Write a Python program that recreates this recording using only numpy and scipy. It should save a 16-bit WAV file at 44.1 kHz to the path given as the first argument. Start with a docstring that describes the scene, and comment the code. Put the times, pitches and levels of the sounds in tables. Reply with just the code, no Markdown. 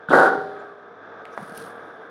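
"""A wooden shed: an armful of split firewood tumbles into a wheelbarrow. The logs clack,
their bark scrapes, and the struck tray booms and rings on. A firewood machine idles beside it:
belt and bearings rattle and ring its frame over a motor hum. The worker steps away on the
earth floor with a rustle of his jacket and a sharp knock of wood."""
import sys
import numpy as np
from scipy import signal
from scipy.fft import rfft, irfft
from scipy.io import wavfile
from scipy.ndimage import uniform_filter1d, minimum_filter1d

SR = 44100
rng = np.random.default_rng(int(sys.argv[2]) if len(sys.argv) > 2 else 0)


def generate_wav(sig):
    """Save sig (samples, or channels by samples) to the path in sys.argv[1] as 16-bit PCM at SR."""
    pcm = np.round(np.clip(np.atleast_2d(sig).T, -1, 1) * 32767).astype(np.int16)
    wavfile.write(sys.argv[1], SR, pcm)


N = 92610
T = np.arange(N) / SR

# belt and bearing spectrum: f/Hz, level/dB
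WHIRR_SPECTRUM = [(30, -60), (60, -28), (100, -23), (160, -8), (450, -0.5), (720, -2), (1040, -4),
                  (1650, 0), (1850, -12.5), (2900, -28.5), (3550, -22.5), (4300, -35), (5800, -36.5),
                  (7800, -54), (20000, -73)]
# machine frame resonances: f/Hz, half width/Hz, level/dB
FRAME_MODES = [(458.7, 22.3, -6), (643.3, 11, -14), (720, 23, -12), (1161, 15, -11), (1271, 2.9, -9.5),
               (1591, 12, -12.5), (3503, 160, -26.5)]
# whirr and frame envelope: t/s, level/dB
IDLE_ENVELOPE = [(0, -44), (.45, -42), (.6, -39), (.75, -45.5), (.95, -44.5), (1.1, -41), (1.7, -39),
                 (2.1, -41.5)]
# logs landing: t/s, level/dB
LANDINGS = [(0.089, -21.5), (0.104, -12.5), (.111, -6), (.117, -7.5), (.130, -2.5), (.134, 3), (.141, 1.5),
            (.154, -2.5), (.163, -1.5), (.177, -5), (.186, -0.5), (0.1946, -5), (.203, -7.5), (.221, -6.5),
            (.231, -3), (0.258, -10), (.267, -8.5), (.277, -9), (.325, -14.5)]
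# wood on tray: f/Hz, level/dB
CLATTER_SPECTRUM = [(60, -51), (120, -27), (250, -6.5), (480, -3), (700, -3.5), (1100, -4.5), (1450, 0),
                    (1700, -11), (2000, -26), (2500, -45), (3600, -36), (6000, -46), (16000, -68)]
# notes of colliding logs: t/s, f/Hz, level/dB
LOG_NOTES = [(.086, 1450, -15), (.130, 1890, -15.5), (.130, 1681, -14), (.175, 1468, -7.5),
             (.202, 1418, -6.5), (.221, 1471, -10), (.258, 1516, -12)]
# tray floor under heavy logs: t/s, f/Hz, level/dB
TRAY_BOOMS = [(.087, 176, -20), (.103, 290.4, -11.5), (.133, 516.7, -7.5), (.378, 167, -29)]
# tray modes: f/Hz, level/dB, t60/s
TRAY_MODES = [(166.7, -8.5, 0.47), (245.7, -12.5, 0.51), (269.4, -4.5, 0.724), (312, -7, 0.43),
              (407.3, 1, 1.35), (474.8, 7.5, 0.3), (506, 0, 0.4), (606, -8, 1.5), (763.3, 6.5, 0.89),
              (797, 0, 0.7), (929, -0.5, 0.51), (1400, 4, 0.64), (1462, 8, 0.47), (1596, 0, 0.29)]
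# high tray resonances stirred by scraping: f/Hz, level/dB
SCRAPE_MODES = [(4060, -14.5), (4700, -16), (10500, -25)]
# logs sliding and settling: t/s, level/dB
SCRAPE_ENVELOPE = [(.078, -84), (.094, -51), (.145, -36.5), (.262, -40), (.32, -54.5), (.48, -65),
                   (.68, -74), (.9, -88)]
# bark friction: f/Hz, level/dB
BARK_SPECTRUM = [(1500, 5), (2700, 0.5), (3800, 4), (5700, -7.5), (8200, -8), (10300, -5.5), (13000, -20),
                 (16000, -23)]
# shed reverberation: f/Hz, t60/s
SHED_DECAY = [(100, 0.47), (400, 0.77), (1400, 0.38), (4000, 1), (10000, 0.22), (16000, 0.26)]
# bark rasp, a faint clink, then sleeve rasps: t/s, half length/s, f/Hz, half width/f, level/dB
RASP_EVENTS = [(.113, 0.019, 3340, 0.13, -40), (0.602, 0.012, 7200, .04, -72.5),
               (1.337, 0.014, 5760, 0.11, -62), (1.483, 0.0069, 9800, .06, -60),
               (1.577, 0.004, 10700, 0.11, -41.5), (1.682, 0.0099, 11100, .1, -60.5)]
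# jacket rustle: t/s, level/dB
RUSTLE_ENVELOPE = [(1.15, -100), (1.34, -66.5), (1.41, -57), (1.53, -59), (1.585, -48.5), (1.655, -56),
                   (1.69, -57), (1.75, -69.5), (2.1, -84)]
# cloth friction: f/Hz, level/dB
CLOTH_SPECTRUM = [(1000, 3), (2000, 4), (3900, 5), (6000, 2), (7300, -6), (9700, 8), (11600, -2),
                  (13200, -8)]
# jacket folds flicking: t/s, level/dB
FOLD_FLICKS = [(1.496, -54), (1.523, -61), (1.5766, -45), (1.625, -53.5), (1.640, -53)]
# splinter tick: f/Hz, level/dB
TICK_SPECTRUM = [(400, -11), (2200, 3), (6000, -26), (9800, -23.5), (15000, -42)]
# wood knock and bounce: t/s, level/dB
KNOCK_HITS = [(1.3766, -3.5), (1.38, -9.5)]
# handled wood: f/Hz, level/dB
KNOCK_SPECTRUM = [(60, -34), (300, -4.5), (650, 6), (1400, 2.5), (2000, -4.5), (2800, -28), (4500, -25.5),
                  (16000, -63)]
# footfalls: t/s, level/dB
FOOTFALLS = [(1.38, -9.5), (1.414, -9.5), (1.511, -16), (1.574, -12.5), (1.64, -22)]
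# foot on earth: f/Hz, level/dB
STEP_SPECTRUM = [(50, -44), (145, -0.5), (210, 4), (320, -15), (2000, -56)]


def amp(db):
    """Decibels to gain."""
    return 10 ** (np.asarray(db) / 20)


def at_hz(points, hz):
    """Table lookup on a log-frequency axis."""
    f, value = np.transpose(points)
    return np.interp(np.log(hz + 1), np.log(f + 1), value)


def envelope(points):
    """Gain over time from (t/s, level/dB) points."""
    return amp(np.interp(T, *np.transpose(points)))


def decay(t60_s):
    """Exponential fade."""
    return np.exp(-np.log(1000) * T / t60_s)


def swell(at_s, half_s):
    """Gaussian rise and fall."""
    return np.exp(-((T - at_s) / half_s) ** 2)


def add(mix, at_s, sound):
    """Mixes a sound in, in place."""
    part = mix[round(at_s * SR):][:len(sound)]
    part += sound[:len(part)]


def colour(x, spectrum, size=4096):
    """Minimum-phase filter of unit energy."""
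    log_gain = np.log(amp(at_hz(spectrum, abs(np.fft.fftfreq(size, 1 / SR)))))
    response = np.exp(np.conj(signal.hilbert(log_gain)))
    taps = np.fft.ifft(response).real[:size // 2]
    return signal.fftconvolve(x, taps / np.linalg.norm(taps))[:len(x)]


def unit_rms(x):
    """Scales to rms 1."""
    return x / np.sqrt(np.mean(x ** 2) + 1e-20)


def band(hz, half_width_hz):
    """Noise of rms 1 in one resonance; at 0 Hz, a random wobble."""
    detuning = (np.fft.rfftfreq(N, 1 / SR) - hz) / half_width_hz
    return unit_rms(irfft(rfft(rng.standard_normal(N)) / (1 + detuning ** 2), N))


def friction(spectrum, grain_db, grain_hz):
    """Stick-slip noise of rms 1."""
    rough = rng.standard_normal(N) * amp(grain_db * band(0, grain_hz))
    return unit_rms(colour(rough, spectrum))


def strikes(rows, t60_s, size=16384):
    """A dying scatter of contacts per (t/s, level/dB) row."""
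    out = np.zeros(N)
    for at_s, db in rows:
        burst = rng.standard_normal(size) * decay(t60_s)[:size]
        for _ in range(2):
            whitened = irfft(np.exp(1j * np.angle(rfft(burst))))
            burst = whitened * decay(2 * t60_s)[:size]
        add(out, at_s, amp(db) * burst / np.linalg.norm(burst))
    return out


def pings(rows, t60_s, rise_s):
    """A damped sine per (t/s, f/Hz, level/dB) row."""
    out = np.zeros(N)
    shape = decay(t60_s) * (1 - swell(0, rise_s))
    for at_s, hz, db in rows:
        add(out, at_s, amp(db) * np.sin(2 * np.pi * hz * T) * shape)
    return out


def machine(hum_hz=103.4, beat_period_s=0.635, beat_peak_s=1.11):
    """Belt and bearings rattle and ring the frame; the motor hum swells and sinks."""
    frame = sum(amp(db) * band(hz, half_hz) for hz, half_hz, db in FRAME_MODES)
    whirr = friction(WHIRR_SPECTRUM, grain_db=1, grain_hz=68)
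    hum_db = -66 + 5 * np.cos(2 * np.pi * (T - beat_peak_s) / beat_period_s)
    hum = amp(hum_db) * np.sin(2 * np.pi * hum_hz * T)
    return envelope(IDLE_ENVELOPE) * amp(-2) * (whirr + frame) + hum


def bark_scrape():
    """Sliding bark and splinters stir narrow, high tray resonances."""
    bark = friction(BARK_SPECTRUM, grain_db=2, grain_hz=200)
    sheen = sum(amp(db) * band(hz, 0.013 * hz) for hz, db in SCRAPE_MODES)
    return envelope(SCRAPE_ENVELOPE) * (bark + sheen)


def log_impacts():
    """Landing logs clack, sound their own notes and boom the tray floor."""
    clatter = amp(12.5) * colour(strikes(LANDINGS, t60_s=0.038), CLATTER_SPECTRUM)
    notes = pings(LOG_NOTES, t60_s=0.053, rise_s=0.0011)
    booms = pings(TRAY_BOOMS, t60_s=0.089, rise_s=0.0045)
    return clatter + notes + booms


def in_shed(x, reverb_db, onset_s=0.003):
    """Direct sound plus a diffuse tail, each band dying at its own rate."""
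    hz, t, noise = signal.stft(rng.standard_normal(SR), SR, nperseg=256)
    fade = np.exp(-np.log(1000) * t / at_hz(SHED_DECAY, hz)[:, None])
    tail = signal.istft(noise * fade, SR)[1]
    tail *= np.minimum(T[:len(tail)] / onset_s, 1)
    return x + amp(reverb_db) * signal.fftconvolve(x, tail / np.linalg.norm(tail))[:N]


def tray_ring(settle_t60_s=0.46, smear_hz=19):
    """Landings feed each mode and jolt its phase; the load smears it until settled."""
    feed, tray = np.zeros((2, N))
    push = np.hanning(200)
    for at_s, db in LANDINGS:
        add(feed, at_s, amp(db) ** 2 * push / push.sum())  # energy
    shifting = np.sqrt(abs(signal.fftconvolve(feed, decay(settle_t60_s) ** 2)[:N]))
    for hz, db, t60_s in TRAY_MODES:
        energy = np.maximum(signal.fftconvolve(feed, decay(t60_s) ** 2)[:N], 0)
        jolt_rad = np.cumsum(feed / (energy + 1e-3) * band(0, 20))
        ring = np.sqrt(energy) * np.sin(2 * np.pi * (hz * T + rng.random()) + jolt_rad)
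        smear = 0.39 * shifting * band(hz, smear_hz)
        tray += amp(db) * (ring + smear)
    return amp(-31.5) * tray


def rasps():
    """Bark brushes past, a faint clink sounds, later sleeves brush: short swells of narrow noise."""
    return sum(amp(db) * swell(at_s, half_s) * band(hz, share * hz)
               for at_s, half_s, hz, share, db in RASP_EVENTS)


def jacket():
    """Cloth rubs; its folds flick crisply."""
    flicks = sum(amp(db) * swell(at_s, half_s=0.0017) for at_s, db in FOLD_FLICKS)
    return (envelope(RUSTLE_ENVELOPE) + flicks) * friction(CLOTH_SPECTRUM, grain_db=2, grain_hz=70)


def handled_wood(tick_s=1.2542, tick_db=-18, t60_s=0.0045):
    """A splinter ticks; wood knocks and bounces."""
    tick = colour(strikes([(tick_s, tick_db)], t60_s), TICK_SPECTRUM)
    knock = colour(strikes(KNOCK_HITS, t60_s), KNOCK_SPECTRUM)
    return tick + knock


def footsteps():
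    """Soft, low thuds on the earth floor."""
    return colour(strikes(FOOTFALLS, t60_s=0.45), STEP_SPECTRUM)


def scene():
    """All sources, mono."""
    idle = machine()
    load = bark_scrape() + in_shed(log_impacts(), reverb_db=-0.5) + tray_ring()
    worker = jacket() + in_shed(handled_wood(), reverb_db=-7) + footsteps()
    return (idle + load + rasps() + worker)[None]


def record(dry, ceiling=0.85, window_s=0.006, cutoff_hz=15850):
    """Peak limiter on the crash, then a low-pass."""
    size = round(window_s * SR)
    needed_gain = ceiling / np.maximum(abs(dry), ceiling)
    gain = uniform_filter1d(minimum_filter1d(needed_gain, size), size)
    lowpass = signal.firwin(511, cutoff_hz, window=("kaiser", 9), fs=SR)
    return signal.oaconvolve(dry * gain, lowpass[None], "same")


dry = scene()
out = record(dry)
generate_wav(out)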